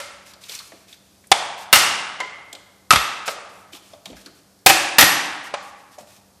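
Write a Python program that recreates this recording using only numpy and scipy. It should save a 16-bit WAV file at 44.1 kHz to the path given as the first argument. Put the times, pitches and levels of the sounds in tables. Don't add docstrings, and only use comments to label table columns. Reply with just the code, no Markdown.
import sys
import numpy as np
from scipy import signal
from scipy.fft import rfft, irfft
from scipy.io import wavfile
from scipy.ndimage import uniform_filter1d

SR = 44100
rng = np.random.default_rng(int(sys.argv[2]) if len(sys.argv) > 2 else 0)


def put_to_file(sound):
    columns = np.atleast_2d(sound).T
    safe = np.clip(columns, -1, 1)
    whole_steps = np.round(safe * 32767)
    wavfile.write(sys.argv[1], SR, whole_steps.astype(np.int16))


def natural_amplitude(level_db):
    exponent = np.asarray(level_db, float) / 20
    return 10 ** exponent


N = 282232
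TIME = np.arange(SR // 3) / SR

# pitch_hz, level_db [dB per Hz]
AIR_COLOUR = [(20, -37), (70, -0.5), (190, -4.5), (540, -7.5), (2800, -21.5), (4700, -14.5), (14300, -22),
              (14900, -53)]
AIR_DB = -57.5
# pitch_hz, level_db [dB rms]
HUM = [(97, -72), (193.8, -65), (289, -71)]
# pitch_hz, t60_s
HALL_T60 = [(60, 0.33), (160, 1.2), (420, 1.27), (1100, 1.42), (2900, 1.004), (5500, 0.73), (9000, 0.67),
            (14000, 0.25)]

# start_s, peak_db, pitch_hz, t60_s
THUDS = [(0.36, -47, 530, 0.17), (4.11, -46, 62, .22), (4.068, -40, 190, .35), (5.001, -26, 170, .4),
         (6.0, -45, 230, 0.15), (2.53, -44, 400, .12), (.727, -43, 320, .25), (2.205, -33, 420, .15)]
# start_s, pitch_hz, level_db, t60_s
PINGS = [(2.204, 1012, -26, 0.29), (2.206, 2152, -41, 1.5), (2.206, 1995, -41, .9), (3.932, 590, -43, 0.3),
         (5.981, 597, -38, .25), (5.981, 748, -39, .1), (.893, 2550, -56, .08), (.885, 3800, -57, .1),
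         (.925, 3780, -50, .08), (5.541, 590, -30, 0.12)]

# start_s, hold_s, level_db, treble_db [relative to the stroke]
RUBS = [(0.263, 0.052, -43, -53), (0.418, 0.056, -42, -24), (0.494, 0.071, -32, -35), (0.59, 0.09, -51, 6),
        (0.705, 0.13, -54.5, -4), (0.883, 0.065, -46.5, -11), (1.05, 0.43, -60.5, -4),
        (1.584, 0.048, -39, -11.5), (3.267, .045, -29, -14.5), (3.495, 0.13, -58, 2.5),
        (3.731, 0.038, -39, -16.5), (3.83, .12, -51.5, -5.5), (4.057, 0.059, -48.5, -6.5),
        (4.165, 0.053, -46, -10.5), (4.256, 0.017, -47, -25.5), (4.357, 0.034, -53.5, -7.5),
        (5.44, 0.035, -39, -26.5), (5.63, 0.064, -49, -1.5), (5.786, .03, -54, -14.5),
        (5.92, .03, -48.5, -10.5), (5.99, 0.022, -44.5, -7), (6.076, 0.096, -48.5, -9)]
# pitch_hz, width_hz, level_db
LOOSE_SHEET = [(2546, 290, 2.5), (3740, 390, -3.5), (5400, 1400, -2)]
RUB_ATTACK_S, RUB_RELEASE_T60_S = 0.013, 0.11

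# start_s, peak_db, centre_hz
TICKS = [(0.3348, -35, 4400), (0.437, -30.5, 3840), (0.4594, -38, 6840), (0.4943, -21, 3587),
         (0.5183, -26.5, 4480), (0.5497, -21.5, 5750), (0.5891, -24, 4350), (0.6014, -32.5, 3940),
         (0.7191, -38, 2054), (0.8831, -39.5, 3816), (0.9271, -33, 3650), (1.2399, -45.5, 1797),
         (1.2696, -38.5, 9200), (2.5278, -28, 3420), (2.5501, -28.5, 3470), (3.7314, -31, 3050),
         (3.7494, -30, 3340), (3.7714, -37, 3490), (3.934, -38, 3470), (4.0564, -23.5, 3530),
         (4.1003, -41, 3250), (4.1294, -43.5, 2130), (4.1669, -38.5, 5230), (4.2596, -30, 4300),
         (4.5894, -48.5, 5430), (5.984, -37, 6460), (2.203, -31.5, 9960), (2.5285, -26, 7000),
         (5.541, -33.5, 9900)]
# start_s, peak_db, centre_hz
KNOCKS = [(.3348, -47, 1050), (.4943, -43, 504), (.5183, -47, 890), (.6, -37.5, 1246), (.7191, -37, 600),
          (2.5278, -41.5, 627), (2.5501, -43, 533), (3.7314, -42, 305), (3.7494, -44, 825),
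          (3.934, -38, 610), (4.0564, -37.5, 759), (4.1003, -37.5, 325), (4.1294, -38.5, 697),
          (4.2596, -42.5, 320), (5.984, -34, 645), (4.168, -42, 1722), (4.263, -42.5, 1408)]
TICK_T60_S, KNOCK_T60_S = 0.043, 0.14

# start_s, peak_db, hall_db, hammer_ring_db, brightness [dB per octave]
BLOWS = [
    (.0005, -24.5, -12, -62, -0.5),
    (1.3165, 4.5, -26.5, -47, -1),
    (1.728, 9.5, -17.5, -46, 0.7),
    (2.202, -16, -18.5, -51.5, -2),
    (2.9067, 6.5, -22.5, -28.5, -1),
    (3.2781, -13.5, -21, -68, -1.5),
    (4.662, 13, -24, -39.5, 0.97),
    (4.984, 8, -15.5, -21.5, 0.25),
    (5.5384, -14, -22.5, -68, -2),
]
# pitch_hz, width_hz, level_db
SPOTS = [
    [(569, 60, 5), (1340, 82, 5), (2124, 57, 5.5)],
    [(792, 300, 6), (3400, 330, 3), (2300, 180, -3.5)],
    [(1310, 230, -1), (2833, 150, 4.5), (2093, 110, 1), (5490, 300, -2.5)],
    [(670, 350, -0.5), (2180, 45, 3), (2080, 93, 17), (3100, 300, 3)],
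    [(1268, 120, 7.5), (2010, 200, -3), (2630, 150, 2.5), (3550, 600, -1)],
    [(600, 270, 6.5), (1240, 160, 6.5), (2090, 82, -6)],
    [(766, 78, 4.5), (2530, 260, 3.5), (1687, 99, 3.5), (574, 60, -0.2), (327, 35, 1.5)],
    [(793, 66, -3.5), (1840, 200, 2.5), (2670, 350, -5.5), (299.6, 43, -2.5)],
    [(580, 125, 4.5), (810, 55, 12), (1150, 130, 9.5), (2420, 300, 0)],
]
# start_s, peak_db, tilt [dB per octave]
REBOUNDS = [(1.757, 1.5, -0.4), (2.923, -4.5, -0.5), (2.932, -4, -2.5), (2.933, -6.5, 4), (2.958, -2, -1.5),
            (4.69, -1.5, 1.5), (4.698, 0.5, -1), (4.705, -3, -3), (5.009, 8.5, 0.5), (5.025, 2.5, -2),
            (5.04, -1.5, 0)]
# pitch_hz, level_db, t60_s
HAMMER = [(5970, -4, .2), (6005, -5, .28), (9960, -7, .22), (11260, -6, .25), (11420, -6, .25),
          (11473, -2, .33), (11541, -8, .28), (11640, -7, .2)]
# pitch_hz, level_db [dB per Hz]
BLOW_COLOUR = [(35, -47), (60, -13.5), (230, -17), (480, -14), (800, -6.5), (2100, -4.5), (5500, -7.5),
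               (12000, -12.5)]
# pitch_hz, width_hz, level_db
BENCH = [(3630, 140, -5.5), (4960, 270, -9.5), (5600, 130, -5)]
CHATTER_T60_S, REBOUND_T60_S = 0.16, 0.082
CONTACT_S, CONTACT_S_PER_DB = 0.0135, -0.0002
TOP_BLOW_HZ, TOP_OCTAVES_PER_DB = 13800, 0.3976
NOTE_DB, NOTE_T60_S = -17, 0.1
CHOKE_DB, CHOKE_PER_HALL_DB = 11.5, 1.0

# start_s, side_db [under the mid]
SPLITS = [(1.757, -16), (3.738, -14), (4.682, -17.5), (5.011, -15)]
# pitch_hz, level_db [side minus mid]
SIDE_COLOUR = [(60, -27), (110, -30.5), (200, -24.5), (700, -30), (2380, -34), (4400, -28.5), (8120, -30),
               (15000, -26.5)]
BASS_CUT_HZ = 41
TOP_HZ, TOP_DB = 14700, -8.0
MASK_HZ, MASK_DB, MASK_DB_PER_KHZ = 10100, -42, 3.2


def on_log(points, hz):
    table = np.array(points)
    return np.interp(np.log(hz), np.log(table[:, 0]), table[:, 1])


def fade(t, t60):
    return np.exp(-np.log(1000) * t / max(t60, 1e-3))


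def colour(x, db_of_hz):
    size = 8192
    db = db_of_hz(np.maximum(np.arange(size // 2 + 1) * SR / size, 1))
    ceps = irfft(np.maximum(db, np.max(db) - 70) * np.log(10) / 20)
    ceps[1:size // 2] *= 2
    ceps[size // 2 + 1:] = 0
    response = irfft(np.exp(rfft(ceps)))[:size // 2]
    return signal.fftconvolve(x, response)[:len(x)]


def bump(hz, centre_hz, width_hz):
    return 1 / (1 + ((hz - centre_hz ** 2 / hz) / width_hz) ** 2)


def level(x, db):
    return x * natural_amplitude(db) / np.sqrt(np.mean(x ** 2))


def to_peak(x, db):
    return x * natural_amplitude(db) / np.abs(x).max()


def add(out, s, x):
    i = max(int(s * SR), 0)
    out[i:i + len(x)] += x[:N - i]


def chatter(t60, click=2.4, treble_share=0.39, rise_s=0):
    x = rng.standard_normal(len(TIME))
    dull = uniform_filter1d(x, size=9)
    x = dull * fade(TIME, t60) + (x - dull) * fade(TIME, treble_share * t60)
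    x[0] = click
    return x * np.minimum((TIME + 1 / SR) / (rise_s + 1 / SR), 1)


def air():
    t = np.arange(N) / SR
    waver = np.repeat(rng.standard_normal((len(HUM), N // 3000 + 1)), 3000, axis=1)
    waver = uniform_filter1d(waver, 3000)[:, :N]
    hum = sum(natural_amplitude(db + 2 + 2.5 * w) * np.sin(2 * np.pi * hz * t) for (hz, db), w in zip(HUM, waver))
    hiss = colour(rng.standard_normal(N), lambda hz: on_log(AIR_COLOUR, hz))
    return level(hiss, AIR_DB) + hum


def hall(x):
    t = np.arange(int(1.5 * SR)) / SR
    noise = rfft(rng.standard_normal(len(t)))
    hz = np.arange(len(t) // 2 + 1) / t[-1] + 0.0011
    echo = np.zeros(len(t))
    for centre_hz in 32 * 2 ** (np.arange(19) / 2):
        band = np.cos(np.pi / 2 * np.clip(2 * np.log2(hz / centre_hz), -1, 1)) ** 2
        echo += irfft(noise * band, len(t)) * fade(t, on_log(HALL_T60, centre_hz))
    echo *= 1 - fade(np.maximum(t - 0.004, 0), 0.022)
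    return signal.fftconvolve(x, echo / np.sqrt(np.sum(echo ** 2)))[:N]


def thuds():
    out = np.zeros(N)
    for s, db, pitch_hz, t60 in THUDS:
        thud = colour(chatter(t60), lambda hz: 20 * np.log10(bump(hz, pitch_hz, 0.6 * pitch_hz)))
        add(out, s, to_peak(thud, db))
    return out


def pings():
    out, t = np.zeros(N), np.arange(SR) / SR
    for s, hz, db, t60 in PINGS:
        swell = fade(t, t60) * np.cos(np.pi / 2 * t) * np.minimum(t / 0.0013, 1)
        add(out, s, natural_amplitude(db) * swell * np.sin(2 * np.pi * hz * t))
    return out


def rubs():
    def sheet(hz):
        loose = sum(natural_amplitude(2 * d) * bump(hz, f, w) for f, w, d in LOOSE_SHEET)
        return 10 * np.log10(0.98 * bump(hz, 3600, 10000) ** 2 + loose)

    t = np.arange(N) / SR
    roughness = np.repeat(rng.exponential(size=N // 40 + 1), 40)[:N]
    grains = rng.standard_normal((2, N)) * natural_amplitude(1.4 * roughness)
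    mid = level(colour(grains[0], sheet), 0)
    treble = level(colour(grains[1], lambda hz: 20 * np.log10(bump(hz, 7300, 9000))), 0)
    out = np.zeros(N)
    for s, hold_s, db, treble_db in RUBS:
        stroke = np.clip((t - s) / RUB_ATTACK_S + 1, 0, 1)
        stroke *= fade(np.maximum(t - s - hold_s, 0), RUB_RELEASE_T60_S)
        out += stroke * natural_amplitude(db - 5.5) * (mid + natural_amplitude(treble_db) * treble)
    return out


def ticks():
    out = np.zeros(N)
    for s, db, centre_hz in TICKS:
        def scratch(hz):
            skirt = 0.1 * bump(hz, centre_hz, centre_hz) ** 2
            return 10 * np.log10(bump(hz, centre_hz, 0.17 * centre_hz) + skirt)
        tick = colour(chatter(TICK_T60_S, 0.8, 0.85, 0.0013), scratch)
        add(out, s - 0.0003, to_peak(tick, db))
    return out


def knocks():
    out = np.zeros(N)
    for s, db, centre_hz in KNOCKS:
        contact = chatter(KNOCK_T60_S, 0.8, 1.0, 0.00097)
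        knock = colour(contact, lambda hz: 15 * np.log10(bump(hz, centre_hz, 0.37 * centre_hz)))
        add(out, s - 0.0003, to_peak(knock, db + 2.0))
    return out


def blow_colour(hz, bright_db, spot, tilt_db=0):
    top_hz = TOP_BLOW_HZ * 2 ** (TOP_OCTAVES_PER_DB * bright_db)
    notes = sum(natural_amplitude(2 * d - 7.0) * bump(hz, f, 1.6 * w) ** 2 for f, w, d in BENCH + spot)
    power = natural_amplitude(2 * on_log(BLOW_COLOUR, hz)) + notes
    slope_db = tilt_db * np.log2(hz / 2000) + bright_db * np.log2(np.maximum(hz / 1500, 1))
    return 10 * np.log10(power / (1 + (hz / top_hz) ** 24)) + slope_db


def block_knock(db, hall_db, bright_db, spot):
    def direct(hz):
        late_bass_db = 8 / (1 + (hz / 280) ** 4) + 10 / (1 + (hz / 60) ** 4)
        return blow_colour(hz, bright_db, spot) - late_bass_db

    rattle = to_peak(colour(chatter(CHATTER_T60_S, rise_s=0.0013 * (db < -5)), direct), 0)
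    contact_s = CONTACT_S + CONTACT_S_PER_DB * db
    pressed = 1 / (1 + np.exp(np.clip((TIME - contact_s) / 0.0007, -50, 50)))
    left = min(natural_amplitude(CHOKE_DB + CHOKE_PER_HALL_DB * hall_db), 1)
    note_hz, _, note_db = spot[0]
    note = natural_amplitude(NOTE_DB + 2 * note_db) * fade(TIME, NOTE_T60_S) * np.minimum(TIME / 0.00067, 1)
    note *= np.sin(2 * np.pi * note_hz * TIME)
    knock = rattle * (left + (1 - left) * pressed) + note * (0.15 + 0.52 * pressed)
    return to_peak(knock, db + 3.0)


def hammer_ring(db):
    ring = np.zeros(len(TIME))
    for hz, mode_db, t60 in HAMMER:
        ring += natural_amplitude(mode_db) * fade(TIME, t60) * np.sin(2 * np.pi * (hz * TIME + rng.random()))
    return ring * natural_amplitude(db)


def blows():
    near, send = np.zeros(N), np.zeros(N)
    for (s, db, hall_db, ring_db, bright_db), spot in zip(BLOWS, SPOTS):
        knock = block_knock(db, hall_db, bright_db, spot)
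        ring = hammer_ring(db + ring_db)
        add(near, s, knock + ring)
        even = colour(1.0 * (TIME == 0), lambda hz: blow_colour(hz, bright_db, spot))
        add(send, s, natural_amplitude(hall_db) * (even * np.std(knock) / np.std(even) + ring))
        for again_s, again_db, tilt_db in REBOUNDS:
            if s < again_s < s + 0.07:
                again = chatter(REBOUND_T60_S, 0.43)
                again = colour(again, lambda hz: blow_colour(hz, bright_db, spot, tilt_db))
                add(near, again_s + 0.0008, to_peak(again, again_db + 0.5))
    return near, send


def scene():
    near, send = blows()
    small = colour(ticks() + knocks() + rubs() + thuds(), lambda hz: -60 * (hz > TOP_HZ))
    echo = natural_amplitude(11.5) * hall(send + natural_amplitude(-22) * small)
    mid = near + small + pings() + echo + air()
    t = np.arange(N) / SR
    parting = sum(natural_amplitude(db) * np.cos(np.pi / 2 * np.clip((t - s) / 0.03, -1, 1)) ** 2 for s, db in SPLITS)
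    delayed = np.roll(np.clip(mid, -1, 1), 311)
    side = parting * colour(delayed, lambda hz: on_log(SIDE_COLOUR, hz) + 30.5)
    return np.array([mid + side, mid - side])


def treble_gate(x):
    hz, _, z = signal.stft(x, SR, nperseg=1024)
    power = np.abs(z) ** 2
    band = np.add.reduceat(power, np.arange(0, len(hz), 8), axis=1)
    band = np.repeat(band, 8, axis=1)[:, :len(hz)]
    bar = natural_amplitude(2 * (MASK_DB + MASK_DB_PER_KHZ * (hz - MASK_HZ) / 1000))[:, None]
    kept = (band > bar * power.sum(axis=1, keepdims=True)) | (hz < MASK_HZ)[:, None]
    top = natural_amplitude(TOP_DB * (hz > TOP_HZ))[:, None]
    return signal.istft(z * kept * top, SR, nperseg=1024)[1][:, :N]


def roll_off(x):
    return signal.sosfilt(signal.butter(12, 15650, fs=SR, output="sos"), x)


def record(dry):
    bass_cut = signal.butter(2, BASS_CUT_HZ, "high", fs=SR, output="sos")
    clipped = signal.sosfilt(bass_cut, np.clip(dry, -1, 1))
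    mix = np.clip(treble_gate(clipped), -1, 1)
    return roll_off(mix)


dry = scene()
out = record(dry)
put_to_file(out)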